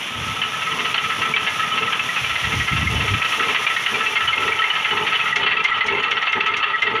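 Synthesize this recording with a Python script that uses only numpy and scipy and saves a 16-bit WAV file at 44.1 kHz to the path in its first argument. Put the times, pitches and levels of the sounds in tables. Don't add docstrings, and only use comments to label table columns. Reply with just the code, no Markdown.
import sys
import numpy as np
from scipy import signal
from scipy.fft import rfft, irfft, next_fast_len
from scipy.io import wavfile
from scipy.ndimage import uniform_filter1d, minimum_filter1d, map_coordinates

SR = 44100
rng = np.random.default_rng(int(sys.argv[2]) if len(sys.argv) > 2 else 0)


def materialize(psi):
    bounded = np.clip(np.atleast_2d(psi).T, -1, 1)
    quanta = np.round(bounded * 32767).astype(np.int16)
    wavfile.write(sys.argv[1], SR, quanta)


N = 308700
TIME = np.arange(N) / SR
AGE = np.arange(SR // 7) / SR

# start_s, level_db, pitch_hz, ring_share (0-1), contact_s (long = a skid)
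LOUD_KNOCKS = [(0.416, -17, 3030, 0.65, 0.0032), (0.435, -20.5, 2960, 0.47, .0035),
               (0.846, -20.5, 3000, 0.089, 0.016), (0.942, -13.5, 2570, .15, 0.0032),
               (0.978, -14.5, 3044, 0.59, 0.004), (1.215, -19.5, 2715, .3, 0.013),
               (1.338, -11, 2320, .9, 0.0016), (1.362, -9.5, 2565, 0.33, 0.0058),
               (1.463, -17.5, 1713, 0.19, 0.024), (1.771, -17, 2740, 0.25, 0.019),
               (1.923, -17.5, 1650, .1, .014), (1.993, -16.5, 2600, 0.25, 0.0064),
               (2.09, -20.5, 1940, 0.85, 0.0044), (2.158, -20.5, 2500, .2, .026),
               (2.354, -19, 2050, 0.44, .007), (2.672, -19, 2070, .4, 0.024),
               (2.868, -18.5, 2120, 0.97, 0.012), (2.949, -23, 2990, 0.48, .03),
               (3.136, -17, 2420, 0.17, 0.009), (3.217, -15.5, 2540, 0.52, 0.0055),
               (3.244, -20.5, 2620, 0.046, 0.017), (3.544, -14.5, 2020, .1, 0.022),
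               (3.665, -9.5, 2360, 0.64, 0.0052), (3.699, -17, 1940, .7, .005),
               (3.763, -13.5, 1907, 0.55, 0.006), (3.859, -14, 1890, 0.17, 0.0066),
               (4.154, -12.5, 2120, 0.47, 0.021), (4.273, -13.5, 2990, 0.66, 0.015),
               (4.325, -13.5, 2118, 0.75, 0.014), (4.377, -16, 2630, 0.52, 0.0035),
               (4.477, -17, 1924, 0.31, .006), (4.516, -17, 2310, 0.85, .011),
               (4.588, -18, 3030, .7, 0.0082), (4.619, -12.5, 1910, 0.78, .0045),
               (4.639, -11.5, 2094, 0.69, 0.0094), (4.699, -14.5, 2970, 0.65, 0.011),
               (4.842, -16, 2086, 0.51, 0.019), (4.904, -17.5, 2970, 0.6, 0.017),
               (5.117, -16.5, 2710, 0.09, 0.047), (5.188, -18, 2580, 0.26, 0.027),
               (5.325, -16, 1964, 1, 0.0049), (5.358, -13, 2142, .25, 0.013), (5.43, -17, 3000, 0.31, 0.01),
               (5.567, -16, 2630, 0.63, 0.0092), (5.643, -6.5, 2086, 0.73, 0.014),
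               (5.711, -18.5, 1963, 1, .018), (5.807, -12.5, 2044, 0.62, 0.0064),
               (5.883, -15.5, 2184, 0.6, 0.0054), (6.032, -16.5, 2650, 0.27, 0.0094),
               (6.112, -13.5, 2180, 0.09, 0.009), (6.224, -17, 1965, 0.32, 0.0034),
               (6.328, -12, 2130, 0.39, 0.0053), (6.403, -9.5, 2640, .3, 0.0074),
               (6.457, -19.5, 2640, 0.099, 0.018), (6.626, -13, 2710, 0.26, 0.019),
               (6.73, -18.5, 1922, 1, 0.024), (6.819, -8.5, 2070, 0.73, 0.011),
               (6.865, -14.5, 1936, 0.64, 0.013)]
# start_s, level_db
HARD_LANDINGS = [(5.358, -23), (5.640, -24), (5.864, -30.5), (6.028, -35.5), (6.109, -31.5), (6.219, -38),
                 (6.322, -33.5), (6.462, -35), (6.567, -33), (6.82, -29)]
# pitch_hz, width_hz, level_db
STICK_MODES = [(1725, 24, -3.5), (1934, 38, 4.5), (2127, 48, 1.5), (2360, 260, -5), (2673, 144, 1),
               (2992, 68, -0.5), (3224, 97, -9.5), (4247, 96, -10), (4580, 98, -12)]
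# time_s, level_db
RATTLE_LEVEL = [(0, -54), (.7, -35), (2.3, -31), (3.4, -27), (4.3, -26.5), (5, -26), (5.6, -19.5), (7, -26)]
# time_s, inside (0 = yard, 1 = hut)
WALK = [(0, 0), (2.8, 0.32), (4.5, 0.71), (5.6, 0.76), (7, 0.71)]


def clapper(landings, tap_count=300):
    # frequency_hz, level_db
    scrape_eq = [(200, -32.5), (600, -13), (1000, -2.5), (1500, -4), (2600, -3.5), (3500, -7.5),
                 (4500, -20), (6000, -29), (16000, -47.5)]
    # frequency_hz, level_db
    softness_eq = [(400, -1), (900, 1.5), (3400, 2.5), (4400, 1), (5300, -18), (7000, -20), (12000, -33)]
    body = resonate(grit(spread_db=3), STICK_MODES)
    scrape = amp(-4.5) * coloured(grit(spread_db=3), scrape_eq)
    wood = coloured(body + scrape, softness_eq)
    rattle_db, = curves(RATTLE_LEVEL)
    out = amp(rattle_db - 3.8 + 2.4 * wobble(45)) * wood
    for i, (when, which, lightness) in enumerate(rng.random((tap_count, 3))):
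        at = int((i + when) / tap_count * N)
        tap = knock(wood, favoured_pitch(which), ring_share=0.82, contact_s=0.0041)
        add(out, at / SR, amp(rattle_db[at] + 2.5 - 4.1 * lightness) * tap)
    out *= lift_off(landings, flight_s=0.026, dip_db=-2.5)
    for start_s, db, hz, ring_share, contact_s in landings:
        add(out, start_s, amp(db + 2.5) * knock(wood, hz, ring_share, contact_s))
    return out


def knock(wood, hz, ring_share, contact_s):
    chatter = unit_burst(snippet(wood) * swell(contact_s * 0.19, contact_s * 0.91, decay_s=0.015))
    note = unit_burst(ring(hz, width_hz=16) * swell(contact_s * 0.55, contact_s * 1.05, decay_s=0.008))
    return np.sqrt(1 - ring_share) * chatter + np.sqrt(ring_share) * note


def favoured_pitch(which, below_hz=3100):
    hz, _, db = np.transpose(STICK_MODES)
    odds = np.cumsum(amp(db) * (hz < below_hz))
    return hz[np.searchsorted(odds, which * odds[-1])]


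def bounces(count=150, per_s=15.5, typical_contact_s=0.017, clearance_s=0.04):
    step, size, length = rng.standard_normal((count, 3)).T
    which, purity = rng.random((count, 2)).T
    start_s = np.cumsum(np.exp(0.3 * step)) / per_s
    rattle_db, = curves(RATTLE_LEVEL)
    db = -21.5 + 0.65 * (np.interp(start_s, TIME, rattle_db) - rattle_db.mean()) + 1.7 * size
    ring_share = 0.06 + 0.79 * purity ** 2
    contact_s = typical_contact_s * np.exp(0.33 * length)
    middle_s = start_s + typical_contact_s / 2
    gap_s = np.abs(middle_s[:, None] - np.array(LOUD_KNOCKS)[:, 0]).min(axis=1)
    db[gap_s < clearance_s] = -np.inf
    return np.column_stack([start_s, db, favoured_pitch(which), ring_share, contact_s])


def lift_off(landings, flight_s, dip_db):
    airborne = np.zeros(N)
    hump = np.hanning(round(flight_s * SR))
    for start_s, *_ in landings:
        add(airborne, start_s - 1.05 * flight_s, hump)
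    return amp(dip_db * np.minimum(airborne, 1))


def feeder(landings, full_jolt_contact_s=0.0066):
    # time_s, level_db
    shake_level = [(0, -34.5), (.3, -28.5), (.9, -24), (1.9, -23), (2.35, -29), (2.9, -26.5), (3.3, -22.5),
                   (3.75, -26), (4.4, -22.5), (5.15, -23.5), (5.5, -18.5), (7, -21)]
    shake_db, = curves(shake_level)
    hollow = resonate(rng.standard_normal(N), [(1303, 54, 3), (1250, 66, 0.5)], order=2)
    out = amp(shake_db - 7.5) * hollow
    jolt = swell(rise_s=0.0078, hold_s=0.019, decay_s=0.013)
    for start_s, db, _, ring_share, contact_s in landings:
        detune, size = rng.standard_normal(2)
        note = ring(1306 + 11 * detune, width_hz=12)
        grip = min(contact_s / full_jolt_contact_s, 1) * (1 - ring_share / 2)
        push = np.isfinite(db) * np.sqrt(grip)
        jolt_db = np.interp(start_s, TIME, shake_db) + 3.5 + 2.3 * size
        add(out, start_s, push * amp(jolt_db) * note * jolt)
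    return out


def cracks(light_count=70):
    # frequency_hz, level_db
    crack_eq = [(500, -7), (2000, 2), (4000, 2), (5500, -4), (7500, -8), (11000, -19), (16000, -25)]
    out = np.zeros(N)
    bright = coloured(rng.standard_normal(N), crack_eq)
    splinter = swell(rise_s=0.001, hold_s=0.003, decay_s=0.015)
    for start_s, db in HARD_LANDINGS:
        add(out, start_s, amp(db + 7.5) * snippet(bright) * splinter)
    for i, (when, lightness) in enumerate(rng.random((light_count, 2))):
        start_s = (i + when) / light_count * N / SR
        add(out, start_s, amp(-36 - 6.1 * lightness) * snippet(bright) * splinter)
    return out


def ticks(count=170, low_hz=4170, high_hz=7400):
    inside, = curves(WALK)
    out = np.zeros(N)
    tap = swell(rise_s=0.001, hold_s=0.002, decay_s=0.006)
    for i, (when, pitch, lightness) in enumerate(rng.random((count, 3))):
        note = ring(low_hz + pitch * (high_hz - low_hz), width_hz=190)
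        add(out, (i + when) / count * N / SR, amp(-33.5 - 13 * lightness) * note * tap)
    return inside * out


def millstone():
    # start_s, level_db
    hard_rubs = [(.14, -44), (.69, -35.5), (1.18, -35.5), (1.72, -36), (2.44, -38), (2.89, -33.5),
                 (3.37, -32.5), (3.91, -34), (4.36, -30.5), (4.909, -33), (5.36, -32), (5.84, -29),
                 (6.348, -31.5), (6.83, -31.5)]
    # pitch_hz, width_hz, yard_db, hut_db
    stone_modes = [(236.4, 52, -1.5, -14), (415, 54, -3.5, 3), (453.7, 29, -2, -5.5), (885, 80, -4, 1.5),
                   (1036, 110, -0.5, -7.5)]
    # frequency_hz, level_db
    rumble_eq = [(25, -19), (55, -13), (100, 4), (190, -0.5), (300, 1), (600, -1.5), (1000, -10.5),
                 (2000, -32)]
    grind = sum(amp(db) * envelope(start_s, attack_s=0.012, hold_s=0.11, release_s=0.13)
                for start_s, db in hard_rubs)
    grind += amp(-48.5)
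    inside, = curves(WALK)
    groan = np.zeros(N)
    for hz, width_hz, yard_db, hut_db in stone_modes:
        level_db = yard_db + (hut_db - yard_db) * inside + 2 * wobble(5)
        groan += amp(level_db) * resonate(rng.standard_normal(N), [(hz, width_hz, 0)], order=2)
    floor = amp(-2) * coloured(grit(spread_db=0.5), rumble_eq)
    steady_rub = amp(-31) * resonate(grit(spread_db=4), [(893, 82, 0)], order=2)
    return amp(-3.5 + 2 * wobble(20)) * grind * (groan + floor) + inside ** 3 * steady_rub


def mill_race():
    # time_s, churn_db, spray_db
    water_level = [(0, -46, -47.5), (.8, -41.5, -45), (1.9, -41.5, -44.5), (2.4, -46, -43.5),
                   (3.3, -44, -42), (4, -47.5, -43.5), (4.6, -49, -46), (5.2, -46, -48.5),
                   (5.34, -39.5, -50), (5.45, -43, -58.5), (5.8, -49, -60), (7, -60, -65.5)]
    # frequency_hz, level_db
    churn_eq = [(25, -31), (60, -17), (110, 1.5), (160, 3), (260, -5.5), (500, -15), (1000, -9),
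                (3000, -73)]
    rush_eq = [(100, -40), (300, -9.5), (600, -3.5), (1100, 1.5), (1500, -1), (2500, 5), (3500, 5),
               (4400, -24), (5300, -42), (8000, -67)]
    spray_eq = [(500, -37), (2000, -5), (4000, 6.5), (6000, 3), (10000, 0), (16000, 7.5)]
    churn_db, spray_db = curves(water_level)
    churn = amp(churn_db + 2.5 + 0.69 * wobble(12)) * coloured(grit(spread_db=4), churn_eq)
    rush = amp(0.34 * spray_db - 12 + wobble(25)) * coloured(grit(spread_db=1.5), rush_eq)
    spray = amp(spray_db + 17.5 + 0.87 * wobble(14)) * coloured(grit(spread_db=1.5), spray_eq)
    return churn + rush + spray


def wind(lumps_per_s=26, lump_db=1.9):
    # start_s, length_s, level_db
    gusts = [(0.144, .08, -34.5), (.25, 0.055, -31), (2.18, 0.18, -38.5), (2.414, 0.063, -30),
             (2.52, 0.067, -21.5), (2.702, 0.34, -22), (3.077, 0.062, -20), (4.196, 0.33, -40.5)]
    # frequency_hz, level_db
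    buffet_eq = [(20, -33), (40, -22), (70, 2), (120, 4.5), (200, -9), (350, -17), (700, -68), (2000, -80)]
    force = sum(amp(db) * envelope(start_s, attack_s=0.031, hold_s=length_s, release_s=0.033)
                for start_s, length_s, db in gusts)
    eddies = coloured(rng.standard_normal(N), buffet_eq)
    running_rms = np.sqrt(np.abs(uniform_filter1d(eddies ** 2, size=1500)) + 1e-9)
    eddies /= running_rms
    return force * amp(lump_db * wobble(lumps_per_s)) * eddies


def hut_reverb(x, predelay_s=0.006):
    # frequency_hz, t60_s
    decay_times = [(200, 0.72), (2000, 0.18), (10000, 0.028)]
    out, step = np.zeros(N), SR // 4
    hz, age_s, noise = signal.stft(rng.standard_normal((N // step + 1, step)), SR, nperseg=256)
    decay = amp(-60 * age_s / along(decay_times, hz)[:, None])
    _, tails = signal.istft(noise * decay, SR, nperseg=256)
    for start, tail in zip(range(0, N, step), tails):
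        wet = signal.fftconvolve(x[start:start + step], tail / np.linalg.norm(tail))
        add(out, start / SR + predelay_s, wet)
    return out


def compressor(x, knee_db, slope, smoothing_s):
    power = np.abs(uniform_filter1d(x ** 2, size=220))
    target_gain = (1 + (power / amp(knee_db) ** 2) ** 2) ** (-slope / 4)
    held_gain = minimum_filter1d(target_gain, size=1300)
    pole = np.exp(-1 / (smoothing_s * SR))
    return x * (1 + signal.lfilter([1 - pole], [1, -pole], held_gain - 1))


def amp(db):
    return 10 ** (np.asarray(db) / 20)


def unit(x):
    return x / np.sqrt(np.mean(x ** 2) + 1e-20)


def unit_burst(x):
    return x / np.sqrt(uniform_filter1d(x ** 2, size=400).max() + 1e-20)


def along(points, hz):
    point_hz, values = np.transpose(points)
    return np.interp(np.log(hz + 1), np.log(point_hz), values)


def curves(rows):
    time_s, *columns = np.transpose(rows)
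    return [np.interp(TIME, time_s, column) for column in columns]


def wobble(per_s):
    coarse_s = TIME[::64]
    knots = rng.standard_normal(int(N * per_s / SR) + 4)
    return np.interp(TIME, coarse_s, map_coordinates(knots, [coarse_s * per_s]))


def filtered(x, response):
    size = next_fast_len(len(x) + 8192)
    return irfft(rfft(x, size) * response(np.fft.rfftfreq(size, 1 / SR)), size)[:len(x)]


def coloured(x, eq):
    return unit(filtered(x, lambda hz: amp(along(eq, hz))))


def resonate(x, modes, order=1):
    grid = np.geomspace(10, SR / 2, num=4096)
    body = sum(amp(db) / (1 + 1j * (grid ** 2 - pitch ** 2) / (grid * width)) ** order
               for pitch, width, db in modes)
    return unit(filtered(x, lambda hz: np.interp(hz, grid, body)))


def grit(spread_db):
    sizes = np.repeat(rng.standard_normal(N // 40 + 1), 40)[:N]
    return rng.standard_normal(N) * amp(spread_db * sizes)


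def ring(hz, width_hz):
    drift = np.cumsum(rng.standard_normal(len(AGE))) * np.sqrt(2 * np.pi * width_hz / SR)
    return np.sin(2 * np.pi * hz * AGE + uniform_filter1d(drift, size=90))


def swell(rise_s, hold_s, decay_s, age=AGE):
    return np.clip(age / rise_s, 0, 1) * np.exp(-np.maximum(age - hold_s, 0) / decay_s)


def envelope(start_s, attack_s, hold_s, release_s):
    return swell(attack_s, hold_s, release_s, age=TIME - start_s)


def snippet(x):
    start = int(rng.random() * (N - len(AGE)))
    return x[start:start + len(AGE)]


def add(track, start_s, sound):
    part = track[max(round(start_s * SR), 0):][:len(sound)]
    part += sound[:len(part)]


def scene():
    landings = np.vstack([LOUD_KNOCKS, bounces()])
    woodwork = clapper(landings) + feeder(landings)
    woodwork *= lift_off(HARD_LANDINGS, flight_s=0.022, dip_db=-8)
    clatter = woodwork + cracks() + ticks()
    return (clatter + amp(-11.5) * hut_reverb(clatter) + millstone() + mill_race() + wind())[None]


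def record(dry):
    # frequency_hz, level_db
    port_eq = [(1500, -1.5), (2900, 0), (3450, -2.5), (4000, -6.5), (4850, -10.5), (5800, 0.5),
               (7100, -8.5), (8100, -19), (9200, -7.5), (10300, -5.5), (12000, -15), (13800, -28),
               (15000, -26.5)]
    x = filtered(dry[0], lambda hz: amp(along(port_eq, hz)))
    x = amp(1) * compressor(x, knee_db=-18, slope=0.68, smoothing_s=0.0067)
    return filtered(x, lambda hz: hz < 15550)[None]


dry = scene()
out = record(dry)
materialize(out)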